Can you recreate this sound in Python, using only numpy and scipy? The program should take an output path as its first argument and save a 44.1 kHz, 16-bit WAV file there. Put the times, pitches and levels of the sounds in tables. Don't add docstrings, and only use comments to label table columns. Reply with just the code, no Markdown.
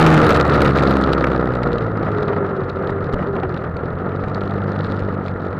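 import sys
import numpy as np
from scipy import signal
from scipy.io import wavfile
from scipy.ndimage import uniform_filter1d

SR = 44100
rng = np.random.default_rng(int(sys.argv[2]) if len(sys.argv) > 2 else 0)


def attenuation_scalar(level_db):
    decades = np.asarray(level_db, float) / 20
    return 10 ** decades


def store_pcm(level_fs):
    pcm = np.round(np.clip(level_fs, -1, 1) * 32767).astype(np.int16)
    wavfile.write(sys.argv[1], SR, np.atleast_2d(pcm).T)


N = 246519

# (time [s], rate [firings/s])
SPEED = [(0.0, 80.7), (0.28, 76.9), (0.7, 69.0), (1.0, 67.2), (1.26, 65.6), (1.65, 60), (1.85, 55.0),
         (2.1, 52), (2.45, 48), (2.7, 45.3), (3.0, 47.2), (3.25, 45.3), (3.55, 41.3), (3.8, 41.0),
         (4.25, 49.0), (4.9, 49.7), (5.32, 47.0), (5.59, 47.2)]
# (time [s], shake of the whole machine [dB], clean firing tone against it [dB])
EFFORT = [(0.0, -11, 8.5), (0.15, -12.5, 11), (0.37, -14, -15.5), (0.65, -15, -1.5), (1.0, -18.5, 0),
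          (1.18, -18.5, -11.5), (1.55, -22.5, -1), (1.75, -23, -1.5), (1.95, -23, -3), (2.3, -22, -8),
          (2.6, -25, -9), (3.0, -25.5, -4), (3.5, -25.5, -4.5), (3.9, -26.5, -4), (4.3, -26, -1.5),
          (4.93, -25, -0.5), (5.2, -26.5, -1.5), (5.59, -26.5, -5)]
# (time [s], sharpness [0-1])
PUTTER = [(0, .3), (.9, .5), (1.15, 1), (1.6, 1), (1.9, .3), (3.9, .1), (4.3, .4), (5.59, .3)]
# (frequency [Hz], level [dB])
PANEL = [(500, -10.5), (900, -5), (1100, -2), (1240, 6), (1380, 5), (1550, -6), (1800, -8.5), (2200, -25.5),
         (3000, -40.5), (5000, -62.5), (9000, -83)]
# (frequency [Hz], level [dB])
RATTLE = [(1500, -9), (2400, -5), (3200, -9.5), (3950, -5), (4800, -14), (6000, -25.5), (7500, -29.5),
          (9000, -39), (12000, -51.5), (16000, -73.5)]
# (frequency [Hz], level [dB])
SIZZLE = [(3000, -45), (5500, -17.5), (8000, -10.5), (11000, -10), (14000, -13.5)]


def evened(x):
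    return x / np.sqrt(np.mean(x ** 2) + 1e-20)


def levelled(x, seconds):
    power = abs(uniform_filter1d(x ** 2, int(seconds * SR)))
    return x / np.sqrt(power + 1e-12)


def columns(rows):
    s, *values = np.transpose(rows)
    return [np.interp(np.arange(N) / SR, s, v) for v in values]


def colour(x, points):
    hz, db = np.transpose(points)
    grid_hz = abs(np.fft.fftfreq(8192, 1 / SR))
    log_gain = np.log(attenuation_scalar(np.interp(np.log(grid_hz + 1), np.log(hz + 1), db)))
    phase = -signal.hilbert(log_gain).imag
    taps = np.fft.ifft(np.exp(log_gain + 1j * phase)).real[:4096]
    return signal.oaconvolve(x, taps)[:N]


def add(mix, s, sound):
    part = mix[round(s * SR):][:len(sound)]
    part += sound[:len(part)]


def swells(times_s, heights_db, widths_s):
    t = np.arange(0, N + 64, 64) / SR
    bells = heights_db * np.exp(-((t[:, None] - times_s) / widths_s) ** 2)
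    return np.interp(np.arange(N) / SR, t, bells.sum(axis=1))


def judder(low_hz, high_hz, depth_db):
    band = signal.butter(1, [low_hz, high_hz], "band", fs=SR)
    slow = signal.lfilter(*band, uniform_filter1d(rng.standard_normal(N), 500))
    return attenuation_scalar(depth_db * np.clip(evened(slow), -2, 1.5))


def road():
    # (frequency [Hz], level [dB])
    fork = [(12, -11), (20, 12), (43, 12.5), (80, 17.5), (120, 17), (200, 8), (400, -35.5), (1500, -110)]
    rumble = evened(colour(rng.standard_normal(N), fork))
    return attenuation_scalar(-37) * judder(low_hz=4.5, high_hz=14.5, depth_db=5.5) * rumble


def hum(start_s, length_s, first_hz, last_hz, db, wobble):
    t = np.arange(0, length_s, 1 / SR)
    swell, waver = (
        evened(uniform_filter1d(uniform_filter1d(rng.standard_normal(len(t)), 500), 500))
        for _ in range(2))
    pitch_hz = np.linspace(first_hz, last_hz, len(t)) + 3 * waver
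    tone = np.sin(2 * np.pi * np.cumsum(pitch_hz) / SR)
    fades = signal.windows.tukey(len(t), .3)
    return start_s, attenuation_scalar(db + 1.5) * (1 + wobble * swell) * tone * fades


def hums():
    out = np.zeros(N)
    # (start [s], length [s], first pitch [Hz], last pitch [Hz], level [dB])
    stretches = [
        (0.1, .55, 482, 474, -25),
        (1.63, .22, 490, 462, -25),
        (1.82, .14, 462, 436, -31),
        (2.08, .36, 424, 399, -23.5),
        (2.38, .33, 402, 372, -27),
        (2.73, .47, 390, 397, -28.5),
        (3.26, .15, 404, 382, -24),
        (3.42, .14, 378, 356, -30),
    ]
    for row in stretches:
        add(out, *hum(*row, wobble=.4))
    return out


def bumps():
    out, t = np.zeros(N), np.arange(8000) / SR
    # (time [s], peak level [dB])
    kerb = [
        (3.1356, -9),
        (3.1413, -7),
    ]
    for k, (s, db) in enumerate(kerb):
        u = t / .0007
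        push = u ** 2 * (1 - u / 3.5) * np.exp(1.2 - u)
        noise = rng.standard_normal(len(t)) * attenuation_scalar(-60 * t / 0.012)
        clatter = 1.5 * colour(noise, PANEL) + .5 * colour(noise, RATTLE) + .03 * colour(noise, SIZZLE)
        sign = -(-1) ** k
        add(out, s, sign * attenuation_scalar(db) * (push + clatter[:len(t)]))
    fork = attenuation_scalar(-20 - 60 * t / 0.24) * np.sin(2 * np.pi * 28 * t)
    add(out, kerb[0][0], fork)
    return out


def jolts():
    out, t = np.zeros(N), np.arange(1500) / SR
    # (time [s], peak level [dB], ring [Hz])
    hits = [(0.491, -1.5, 484), (0.834, -11.5, 542), (1.239, 5, 512), (2.065, -9.5, 566), (2.283, -8, 390),
            (2.331, -8, 509), (2.361, -19.5, 397), (3.189, -9.5, 620), (3.225, -10, 440), (3.336, -24, 427),
            (3.362, -7.5, 372), (3.432, -5, 745), (3.642, -14.5, 484), (4.117, -13, 450), (4.236, -10, 515)]
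    grit = signal.lfilter(*signal.butter(4, 2000, fs=SR), rng.standard_normal((len(hits), len(t))))
    for (s, db, hz), rough in zip(hits, grit):
        ring = np.sin(2 * np.pi * hz * t) + .5 * evened(rough)
        attack = np.minimum(t / 0.004, 1)
        add(out, s, attenuation_scalar(db - 3.5 - 60 * t / 0.026) * ring * attack)
    return out


def knocks():
    out, t = np.zeros(N), np.arange(500) / SR
    # (time [s], peak level [dB], ring [Hz])
    ticks = [(0.41, -17, 3170), (0.6538, -12.5, 3480), (0.6802, -17, 3710), (0.785, -25.5, 3780),
             (0.8346, -14.5, 3580), (0.8732, -11.5, 4060), (1.0383, -14, 3400), (1.1277, -16.5, 3570),
             (1.2374, -54.5, 3620), (1.3983, -30.5, 4000), (1.5522, -20.5, 3270), (1.632, -15.5, 4230),
             (1.73, -19, 3900), (1.783, -19.5, 3550), (2.0596, -39, 3880), (2.2297, -21.5, 3500),
             (2.698, -21.5, 3750), (2.8723, -24, 3840), (2.8947, -29, 3630), (3.042, -25.5, 3600),
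             (3.1266, -26.5, 3980), (3.543, -26, 3640), (3.574, -24, 3830), (3.7675, -24.5, 4460),
             (4.2826, -26.5, 3800), (4.346, -20.5, 3730), (4.4086, -26, 3330), (4.8688, -30, 3440),
             (4.9927, -24.5, 3500), (5.2818, -23.5, 3560)]
    grit = rng.standard_normal((len(ticks), len(t))) * attenuation_scalar(-60 * t / 0.014)
    for (s, db, hz), rough in zip(ticks, grit):
        ring = .6 * np.sin(2 * np.pi * hz * t) * attenuation_scalar(-60 * t / .006)
        ring += 2.5 * colour(rough, RATTLE)[:len(t)]
        dull_db = 1 + 6.5 * rough[0] - 22.5
        dull = attenuation_scalar(dull_db) * np.sin(2 * np.pi * 2200 * t) * attenuation_scalar(-60 * t / 0.026)
        add(out, s, attenuation_scalar(db) * (ring + dull) * np.minimum(t / 0.001, 1))
    return out


def crank(spread_db):
    turns = np.cumsum(columns(SPEED)[0]) / SR
    strength = attenuation_scalar(spread_db * np.clip(rng.standard_normal(500), -2, 2))
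    return turns, strength[turns.astype(int)]


def surges():
    # (time [s], level over the running shake [dB], half length [s])
    firings = [(0.459, -3.5, 0.049), (0.728, -9, .02), (1.663, 9, 0.0088), (1.918, -3.5, 0.054),
               (2.083, 6, 0.0067), (2.112, -8.5, 0.0054), (2.262, -5, 0.011), (2.302, 2.5, 0.0055),
               (2.336, 4.5, 0.0062), (2.352, -13, 0.0089), (2.364, 2.5, 0.024), (2.727, -6, 0.011),
               (2.832, 2, 0.035), (2.897, 13, 0.004), (3.01, 0.5, 0.0097), (3.212, 3, 0.032),
               (3.32, -8, 0.0059), (3.389, 10.5, 0.018), (3.398, -8, 0.021), (3.437, 5, .012),
               (3.471, -6, .012), (3.618, -3, 0.032), (3.644, 7.5, 0.006), (3.724, -7, 0.019),
               (3.949, -4, .015), (4.071, 6, 0.013), (4.179, -0.5, 0.028), (4.363, 4, 0.014),
               (5.025, -2.5, 0.028), (5.317, -2.5, 0.045)]
    return swells(*np.transpose(firings))


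def chatter(shake_db, surge_db):
    # (time [s], level over the running rattle [dB], half length [s])
    runs = [(0.34, 3.5, 0.077), (0.436, -8, 0.016), (0.63, 3.5, 0.1), (0.725, 0, .025), (0.79, 13, 0.012),
            (0.922, 4.5, 0.095), (1.133, 9, 0.017), (1.313, 5.5, 0.019), (1.534, 5.5, 0.017),
            (1.75, 1, .03), (1.93, -3.5, 0.046), (2.22, 3, .04), (2.422, -15, 0.027), (2.537, -11, 0.019),
            (2.686, 3, .03), (2.8, -1.5, .05), (2.905, 13, 0.018), (2.97, -7, 0.051), (3.3, -3.5, 0.035),
            (3.56, 7.5, 0.024), (3.706, -4, 0.046), (3.77, -11, 0.018), (4.03, -8, 0.02), (4.066, 1, .025),
            (4.235, 4.5, 0.03), (4.463, 7.5, 0.09), (4.87, 9, 0.22), (5.195, -9, 0.023), (5.25, 10.5, .04),
            (5.442, 8, 0.028)]
    level_db = -8.5 + 1.823 * shake_db + 0.79 * surge_db + swells(*np.transpose(runs))
    return attenuation_scalar(level_db) * judder(low_hz=5.8, high_hz=25, depth_db=1)


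def rattle(turns, strength, slop_turns, stray_per_s, spread_db, count):
    speed, sharp = columns(SPEED)[0], columns(PUTTER)[0]
    fast = np.clip((speed - 55) / 15, 0, 1)
    wander = slop_turns * evened(uniform_filter1d(rng.standard_normal(N), 150))
    beat = np.diff(np.maximum.accumulate(np.floor(count * turns + wander)), prepend=0)
    hits = beat + (rng.random(N) < stray_per_s * (1 + 8 * sharp) / SR)
    after = 1 - .93 * sharp + np.exp(-(turns % 1) / .15)
    size_db = spread_db * (1 - .4 * fast) * np.clip(rng.standard_normal(N), -2, 1.3)
    size = attenuation_scalar(size_db) * strength * after
    puffs = signal.lfilter([1], [1, -np.exp(-1 / (.0007 * SR))], hits * size)
    grit = (puffs + .03) * rng.standard_normal(N)
    sharpest = grit * np.minimum(abs(puffs), 2) ** 1.5
    blur = np.clip((speed - 72) / 8, 0, 1)
    sharpest = sharpest + 0.4 * blur * rng.standard_normal(N)
    treble = attenuation_scalar(-25) * fast ** 2 * colour(sharpest, SIZZLE)
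    return levelled(colour(grit, RATTLE) + treble, 0.077)


def shaken(turns, strength, points, rest, fade_turns, delay_turns):
    between = rest * (1 - .75 * columns(PUTTER)[0])
    kick = between + strength * np.exp(-((turns - delay_turns) % 1) / fade_turns)
    return levelled(colour(kick * rng.standard_normal(N), points), 0.089)


def cover(turns, strength):
    # (frequency [Hz], level [dB])
    sheet = [(1200, -28), (1600, 6.5), (1950, 4.5), (2300, -7.5), (2800, -13), (4000, -21.5), (8000, -60.5)]
    return shaken(turns, strength, sheet, rest=0.57, fade_turns=0.4, delay_turns=0.12)


def panels(turns, strength):
    return shaken(turns, strength, PANEL, rest=1.7, fade_turns=0.12, delay_turns=0.073)


def frame(turns, strength):
    # (frequency [Hz], level [dB])
    tubes = [(12, -36.5), (20, -16), (43, -19), (82, -7.5), (145, 2.5), (202, -1.5), (256, -6.5), (484, -2),
             (885, -14), (1100, -21), (1430, -58.5), (2420, -120)]
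    shake = shaken(turns, strength, tubes, rest=1.0, fade_turns=0.29, delay_turns=0.019)
    return signal.lfilter(*signal.butter(2, 95, "high", fs=SR), shake)


def exhaust(turns, strength, thump_db, jitter_turns, lag_turns):
    # (frequency [Hz], level [dB])
    pipe = [(60, -56.5), (150, -15.5), (230, 1), (300, 4), (400, 1.5), (480, 4), (600, -10.5),
            (1000, -22.5), (2500, -54), (6000, -86)]
    # (frequency [Hz], level [dB])
    mount = [(80, 1), (100, 6), (135, -0.5), (160, -1), (200, -1), (250, -8), (320, -8.5), (500, -12)]
    orders_db = [-2.5, -2, 1, -4.5, -6.5]
    # (frequency [Hz], level [dB])
    imbalance = [(40, -47), (50, -47.5), (56, -30), (62, -26), (70, -19.5), (76, -20.5), (81, -25)]
    late = turns + jitter_turns * evened(uniform_filter1d(rng.standard_normal(N), 600))
    fired = np.diff(np.maximum.accumulate(np.floor(late)), prepend=0)
    pulses = levelled(colour(-fired * strength, pipe), 0.024)

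    mount_hz, mount_db = np.transpose(mount)
    speed, tone_db = columns(SPEED)[0], sum(columns(EFFORT))
    angle = 2 * np.pi * (turns - lag_turns)
    orders = attenuation_scalar(np.interp(speed, *np.transpose(imbalance))) * np.sin(angle)
    for k, db in enumerate(orders_db, 2):
        passed_db = np.interp(np.log(k * speed), np.log(mount_hz), mount_db)
        uneven = judder(low_hz=1.5, high_hz=6, depth_db=1.5)
        orders += attenuation_scalar(tone_db + db + passed_db) * uneven * np.sin(k * angle)
    return attenuation_scalar(thump_db) * pulses + orders


def scene():
    turns, strength = crank(spread_db=2.2)
    shake_db, surge_db = columns(EFFORT)[0], surges()
    frame_db = shake_db + surge_db
    panel_db = 1.222 * shake_db + 0.87 * surge_db
    thump_db = frame_db - 10.5 + 5 * columns(PUTTER)[0]
    shudder = judder(low_hz=17.8, high_hz=24.8, depth_db=1.01)

    mix = road() + hums() + bumps() + jolts() + knocks()
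    ticks = rattle(turns, strength, slop_turns=0.06, stray_per_s=55, spread_db=8.5, count=3)
    mix += chatter(shake_db, surge_db) * shudder * ticks
    mix += attenuation_scalar(panel_db - 13.5) * shudder ** 2 * cover(turns, strength)
    mix += attenuation_scalar(panel_db - 0.74) * shudder * panels(turns, strength)
    mix += attenuation_scalar(frame_db + 0.33) * shudder * frame(turns, strength)
    mix += exhaust(turns, strength, thump_db, jitter_turns=0.012, lag_turns=0.052)
    return mix[None]


def roll_off(x):
    return signal.sosfilt(signal.butter(12, 14600, fs=SR, output="sos"), x)


def record(dry):
    overload = .505
    held = dry / (1 + abs(dry / overload) ** 12.4) ** (1 / 8.9)
    hiss = attenuation_scalar(-75) * rng.standard_normal(dry.shape)
    return roll_off(held + hiss)


dry = scene()
out = record(dry)
store_pcm(out)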